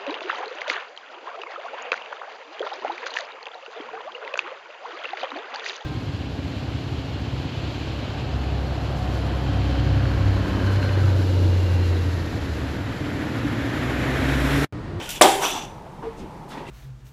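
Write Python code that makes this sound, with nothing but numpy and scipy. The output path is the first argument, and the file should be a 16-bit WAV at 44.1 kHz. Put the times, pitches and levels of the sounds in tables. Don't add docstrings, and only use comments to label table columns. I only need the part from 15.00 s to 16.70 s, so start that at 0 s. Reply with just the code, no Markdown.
import sys
import numpy as np
from scipy import signal
from scipy.io import wavfile
from scipy.ndimage import uniform_filter1d

SR = 44100
rng = np.random.default_rng(int(sys.argv[2]) if len(sys.argv) > 2 else 0)


def ratio(d):
    e = np.asarray(d, float) / 20
    return 10 ** e


def file_out(sig):
    cols = np.atleast_2d(sig).T
    lim = np.clip(cols, -1, 1)
    pcm = np.round(lim * 32767).astype(np.int16)
    wavfile.write(sys.argv[1], SR, pcm)


N = 74970

# (time [s], level [dB], push length [ms])
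BLOWS = [
    (.2117, -5.5, 0.43),
    (.2131, -8.5, 0.26),
    (0.2146, -10, 0.41),
    (0.2158, -11, 0.73),
    (.2176, -11, 0.78),
    (0.2271, -16.5, 0.8),
    (0.2415, -15, 0.79),
    (.2495, -20, .8),
    (0.2548, -19.5, 0.7),
]
# (frequency [Hz], level [dB], time to fall 60 dB [s])
DOOR_MODES = [(332, -14, 0.4), (398.6, -3, 0.52), (428.5, -10.5, 0.38), (526.4, -6, 0.3), (616.4, 3, 0.15),
              (769, -3, 0.55), (793, -1, .6), (830, -5, 0.42), (946, -10.5, 0.4), (912, -8, 0.46),
              (1024, -4.5, 0.23), (1246, -4.5, .35), (1547, 0, 0.24), (2080, -5, 0.22)]
# (frequency [Hz], width [Hz], level [dB])
PANELS = [(239, 35, -9), (365, 45, 2.5), (590, 113, 2.5), (865, 280, 2), (1140, 230, -1.5),
          (1580, 500, -7.5), (2200, 170, -3)]
# (time [s], level [dB], frequency [Hz], time to fall 60 dB [s])
TAPS = [(0.2113, -8.5, 1350, .02), (.2122, -14, 2200, .03), (0.2134, -10, 1137, .04),
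        (0.2145, -12, 1845, 0.026), (.213, -13.5, 2560, .03), (.2165, -16, 2200, 0.028),
        (.2175, -10.5, 754, .04), (.2412, -9.5, 800, 0.034), (0.1603, -29.5, 2890, 0.028),
        (0.4439, -24, 2560, .03), (0.4368, -26, 2290, 0.027), (1.518, -40, 1310, .04),
        (1.5734, -33, 960, .04), (1.5813, -37, 1010, 0.044), (1.5811, -39.5, 1890, .03),
        (1.606, -35.5, 950, .06), (1.6539, -41, 1960, .03), (1.6675, -41.5, 2730, 0.056),
        (1.68, -41.5, 2050, .05)]
# (time [s], level [dB], centre [Hz], width [Hz], time to fall 60 dB [s])
CRACKS = [
    (.0915, -27, 8000, 12000, 0.0099),
    (0.2144, -8, 9500, 4500, 0.018),
    (0.2198, -11, 3350, 1000, 0.04),
    (0.2212, -6, 7400, 2500, .018),
    (0.2238, -9, 5550, 900, 0.025),
    (.2205, -17, 4900, 1500, .04),
    (.2108, -25, 3000, 5000, 0.011),
    (0.2116, -13, 1700, 2000, 0.045),
]
# (frequency [Hz], width [Hz], level [dB], time to fall 60 dB [s])
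SHUDDER_MODES = [(400, 180, -25, 0.6), (800, 200, -19, 0.6), (1600, 2100, -23, 0.58),
                 (3130, 1400, -21.5, 0.43), (5005, 5400, -27, 0.52), (8000, 9100, -27, 0.56),
                 (12900, 5400, -34, 0.447)]
# (frequency [Hz], width [Hz], level [dB])
METAL = [(2712, 790, -3), (3034, 370, -13), (3447, 760, -5), (4760, 4500, -7), (5820, 840, -11),
         (7060, 2800, -9), (11400, 6500, -15), (1877, 1400, -8.5)]
# (peak [s], rise [s], time to fall 60 dB [s], level [dB], brightness [dB per octave])
SHAKES = [(.0, .01, 0.67, -33.5, -5.5), (.03, 0.0099, 1, -44, 5), (0.093, 0.00069, 0.22, -31, 4),
          (0.102, 0.0026, 0.29, -33.5, 6), (.162, 0.016, 0.28, -35.5, 1), (.178, 0.0075, 0.086, -42, -4),
          (0.442, 0.029, 0.29, -27, 4), (0.461, 0.022, 0.29, -27, 1), (.49, 0.016, 0.28, -30.5, 2),
          (0.52, 0.024, 0.4, -33.5, 2), (.555, 0.027, 0.26, -36.5, 2.5), (0.584, 0.021, 0.28, -38, 1),
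          (.63, 0.025, 0.25, -42.5, -0.5)]
# (peak [s], rise [s], time to fall 60 dB [s], level [dB], frequency [Hz])
RINGS = [(0.031, 0.018, 0.18, -39.5, 3100), (0.091, 0.0079, 0.19, -40.5, 1430),
         (.176, .015, 0.073, -38, 3440), (0.435, 0.008, 0.4, -33, 5900), (0.456, 0.017, 0.13, -33.5, 5900),
         (0.475, .015, 0.24, -33.5, 3480), (0.514, 0.021, .3, -38, 3450), (0.569, 0.022, 0.33, -38.5, 3480),
         (0.45, 0.016, .4, -37, 2700), (0.582, 0.026, .3, -44, 2750), (0.645, 0.026, 0.2, -50.5, 6000),
         (0.022, 0.0051, .1, -41.5, 900), (.46, 0.007, 0.2, -28.5, 3070), (0.52, 0.016, 0.25, -41, 6020),
         (0.584, 0.023, 0.38, -43.5, 5950), (0.454, 0.027, 0.17, -28, 933),
         (1.675, 0.0089, 0.16, -50.5, 2670), (1.535, 0.011, 0.23, -49.5, 3570),
         (1.7, 0.016, 0.34, -41.5, 390), (0.41, 0.013, .2, -32, 990), (1.24, .015, 0.22, -42, 190)]
# (peak [s], rise [s], time to fall 60 dB [s], level [dB], frequency [Hz])
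BOARDS = [(0.0046, .01, 0.32, -35.5, 340), (0.029, 0.039, 0.18, -41, 890), (.435, 0.019, 0.41, -27, 850),
          (0.24, .02, 0.42, -23.5, 860), (.45, 0.036, 0.2, -32.5, 380), (0.439, 0.026, 0.44, -31, 1340),
          (.53, 0.0094, 0.55, -35.5, 305), (.57, 0.031, 0.32, -32, 830), (0.37, .02, 0.24, -41.5, 330),
          (1.034, 0.012, 0.38, -37, 850), (1.05, 0.03, 0.36, -40, 350), (0.87, .01, 0.072, -41.5, 710),
          (1.203, 0.017, .2, -37.5, 220), (1.228, 0.013, 0.2, -39, 260), (1.245, .01, .15, -41, 350),
          (1.61, 0.052, 0.23, -42, 410), (1.54, 0.021, 0.35, -38, 230), (1.53, 0.012, 0.74, -41, 885),
          (1.8, 0.016, 0.2, -45.5, 950), (1.58, .02, .25, -39.5, 307), (0.73, .03, 0.66, -49, 87),
          (1, 0.043, 0.37, -46.5, 172), (.325, 0.063, 0.24, -43.5, 140)]
# (peak [s], rise [s], time to fall 60 dB [s], level [dB])
GROANS = [
    (1.055, 0.018, .2, -31),
    (1.077, 0.009, 0.13, -27),
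]
# (peak [s], rise [s], time to fall 60 dB [s], level [dB], centre frequency [Hz])
SCUFFS = [
    (1.06, 0.031, 0.75, -53.5, 1850),
    (1.2, 0.033, 0.21, -56, 5360),
    (1.21, 0.043, 0.37, -53.5, 2390),
    (1.495, 0.012, 0.41, -58, 9000),
    (1.524, 0.032, 0.31, -49, 3500),
    (1.53, 0.029, 0.52, -47, 1600),
    (1.59, .03, 0.41, -47.5, 2200),
    (1.69, 0.037, 0.19, -48.5, 2500),
    (1.69, 0.022, .3, -58.5, 7040),
]
# (frequency [Hz], time to fall 60 dB [s], level [dB])
PORCH = [(197, 0.301, -2.5), (373, 0.7, 3), (864, 0.99, -6.5), (1600, 0.56, -1.5), (3180, 0.68, 3.5),
         (6860, 0.15, -6), (12000, 0.6, 2)]
# (frequency [Hz], level [dB per Hz])
AIR = [(12, -40), (20, 16), (88, -12.5), (126, -5), (333, -8), (405, -7.5), (747, -12.5), (934, -18),
       (15600, -65)]
# (frequency [Hz], width [Hz], level [dB])
HUM = [(141.5, 44, -47), (884, 121, -46.5)]
# (peak [s], rise [s], time to fall 60 dB [s], level [dB], frequency [Hz])
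BREEZE = [
    (0.371, 0.078, 0.68, -43.5, 27),
    (1.06, 0.015, 0.66, -40.5, 28),
    (1.14, .04, 0.57, -49, 70.7),
    (1.25, 0.052, 0.68, -44.5, 60.4),
    (1.67, 0.031, .5, -47, 88),
]
# (start [s], length [s], frequency [Hz])
GAPS = [(.255, .07, 14750), (.25, .06, 12100), (.26, .05, 13300), (.335, .08, 12800), (.29, .03, 8800),
        (.37, .05, 8750), (.5, .08, 14750), (.515, .04, 12000), (.54, .14, 8750), (.54, .1, 9950),
        (.54, .09, 13400), (.61, .06, 9500), (.62, .05, 14100), (.62, .04, 12300), (.66, .06, 12800),
        (.67, .05, 11200), (.02, .04, 11500), (.03, .04, 13800)]

LONGEST_RISE_S = 0.03
AIR_FLICKER_DB = 0.6


def unit(x):
    return x / np.sqrt(np.mean(x ** 2))


def band(x, hz, width):
    return signal.lfilter(*signal.iirpeak(min(hz, SR / 2.2), hz / width, fs=SR), x)


def band_twice(x, hz, width):
    return band(band(x, hz, width), hz, width)


def steep(hz, width):
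    return unit(band_twice(rng.standard_normal(N), hz, width))


def fade(s, t60):
    t = np.arange(N) / SR - s
    return (t >= 0) * np.exp(-np.log(1000) * np.maximum(t, 0) / t60)


def swell(s, rise, t60):
    t = np.arange(N) / SR - s
    return np.where(t < 0, np.exp(-(t / rise) ** 2), fade(s, t60))


def walk(rate):
    hold = int(SR / rate)
    levels = np.repeat(rng.standard_normal(N // hold + 1), hold)
    smooth = uniform_filter1d(uniform_filter1d(levels, hold), hold)
    return 1.48 * smooth[:N]


def door():
    modes_db, panels_db, ring_share, low_cut_hz = -29.5, 12, 0.66, 211
    t = np.arange(N) / SR
    force = np.zeros(N)
    for s, db, ms in BLOWS:
        progress = np.clip((t - s) * 1000 / ms, 0, 1)
        force -= ratio(db) * np.sin(np.pi * progress) ** 2
    out = np.zeros(N)
    for hz, db, t60 in DOOR_MODES:
        ringing = fade(0, t60 * ring_share) * np.sin(2 * np.pi * hz * t)
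        out += ratio(db + modes_db) * signal.fftconvolve(force, ringing)[:N]
    for hz, width, db in PANELS:
        out += ratio(panels_db + db) * band(force, hz, width)
    return signal.sosfilt(signal.butter(3, low_cut_hz, "high", fs=SR, output="sos"), out)


def taps():
    t = np.arange(N) / SR
    return sum(-ratio(db) * fade(s, t60) * np.sin(2 * np.pi * hz * (t - s)) for s, db, hz, t60 in TAPS)


def latch():
    return sum(ratio(db) * fade(s, t60) * steep(hz, width) for s, db, hz, width, t60 in CRACKS)


def shudder():
    peak_s = 0.2212
    return sum(ratio(db) * swell(peak_s, 0.0032, t60) * steep(hz, width)
               for hz, width, db, t60 in SHUDDER_MODES)


def hardware():
    clicks_per_s, click_spread_db, flicker_db = 6000, 2, 1.5
    out = np.zeros(N)
    for hz, width, db in METAL:
        hits = rng.random(N) < clicks_per_s / SR
        strength = ratio(click_spread_db * rng.exponential(size=N))
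        clicks = hits * rng.standard_normal(N) * strength
        power = np.zeros(N)
        for s, rise, t60, shake_db, tilt in SHAKES:
            level = ratio(shake_db + tilt * np.log2(hz / 3000))
            power += (level * swell(s, rise, t60)) ** 2
        flicker = ratio(db - 4.5 + flicker_db * walk(39.4))
        out += flicker * np.sqrt(power) * unit(band_twice(clicks, hz, width))
    return out


def rings():
    sharpness = 14
    return sum(ratio(db) * swell(s, rise, t60) * steep(hz, hz / sharpness) for s, rise, t60, db, hz in RINGS)


def boards():
    sharpness = 1.68
    return sum(ratio(db) * swell(s, min(rise, LONGEST_RISE_S), t60) * steep(hz, hz / sharpness)
               for s, rise, t60, db, hz in BOARDS)


def groans():
    tone = np.sin(2 * np.pi * 452 * np.arange(N) / SR)
    return sum(ratio(db) * swell(s, rise, t60) * tone for s, rise, t60, db in GROANS)


def scuffs():
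    return sum(ratio(db) * swell(s, min(rise, LONGEST_RISE_S), t60) * steep(hz, hz * 0.95)
               for s, rise, t60, db, hz in SCUFFS)


def porch(x):
    wet_db, predelay_s = -8.5, 0.0068
    tail = np.zeros(N)
    for hz, t60, db in PORCH:
        noise = band_twice(rng.standard_normal(N), hz, hz)
        tail += ratio(db) * fade(predelay_s, t60) * noise / np.sqrt(t60 * SR / 14)
    return x + ratio(wet_db) * signal.fftconvolve(x, tail)[:N]


def air():
    hz_at, db_at = np.array(AIR).T
    out = np.zeros(N)
    for hz in 24 * 2 ** np.arange(0, 9.6, 0.5):
        db = np.interp(np.log(hz), np.log(hz_at), db_at) + AIR_FLICKER_DB * walk(9.25)
        out += ratio(db) * band_twice(rng.standard_normal(N), hz, hz / 2)
    return ratio(-40) * unit(out)


def hum():
    return sum(ratio(db + AIR_FLICKER_DB * walk(12.6)) * unit(band(rng.standard_normal(N), hz, width))
               for hz, width, db in HUM)


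def breeze():
    return sum(ratio(db) * swell(s, rise, t60) * steep(hz, hz) for s, rise, t60, db, hz in BREEZE)


def treble_gaps(x):
    width_hz, gap_db = 330, -28
    hz, t, spectrum = signal.stft(x, SR, nperseg=512)
    gain = np.ones(spectrum.shape[1:])
    for s, length, centre in GAPS:
        in_band = np.abs(hz - centre) < width_hz / 2
        in_time = (t > s) & (t < s + length)
        gain[np.ix_(in_band, in_time)] = ratio(gap_db)
    return signal.istft(spectrum * gain, SR, nperseg=512)[1][:, :N]


def scene():
    struck = porch(door() + taps() + latch())
    metal = hardware() + rings()
    feet = boards() + groans() + scuffs()
    low_cut = signal.butter(2, 50.3, "high", fs=SR, output="sos")
    outdoors = signal.sosfilt(low_cut, air() + hum())
    return (struck + shudder() + metal + feet + outdoors + breeze())[None]


def band_limit(x):
    return signal.sosfilt(signal.butter(12, 15710, fs=SR, output="sos"), x)


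def record(dry):
    driven = 1.16 * dry
    x = driven / (1 + np.abs(driven) ** 6) ** (1 / 6)
    x = signal.sosfilt(signal.ellip(8, 0.2, 70, 15350, fs=SR, output="sos"), x)
    mix = np.clip(treble_gaps(x), -1, 1)
    return band_limit(mix)


dry = scene()
out = record(dry)
file_out(out)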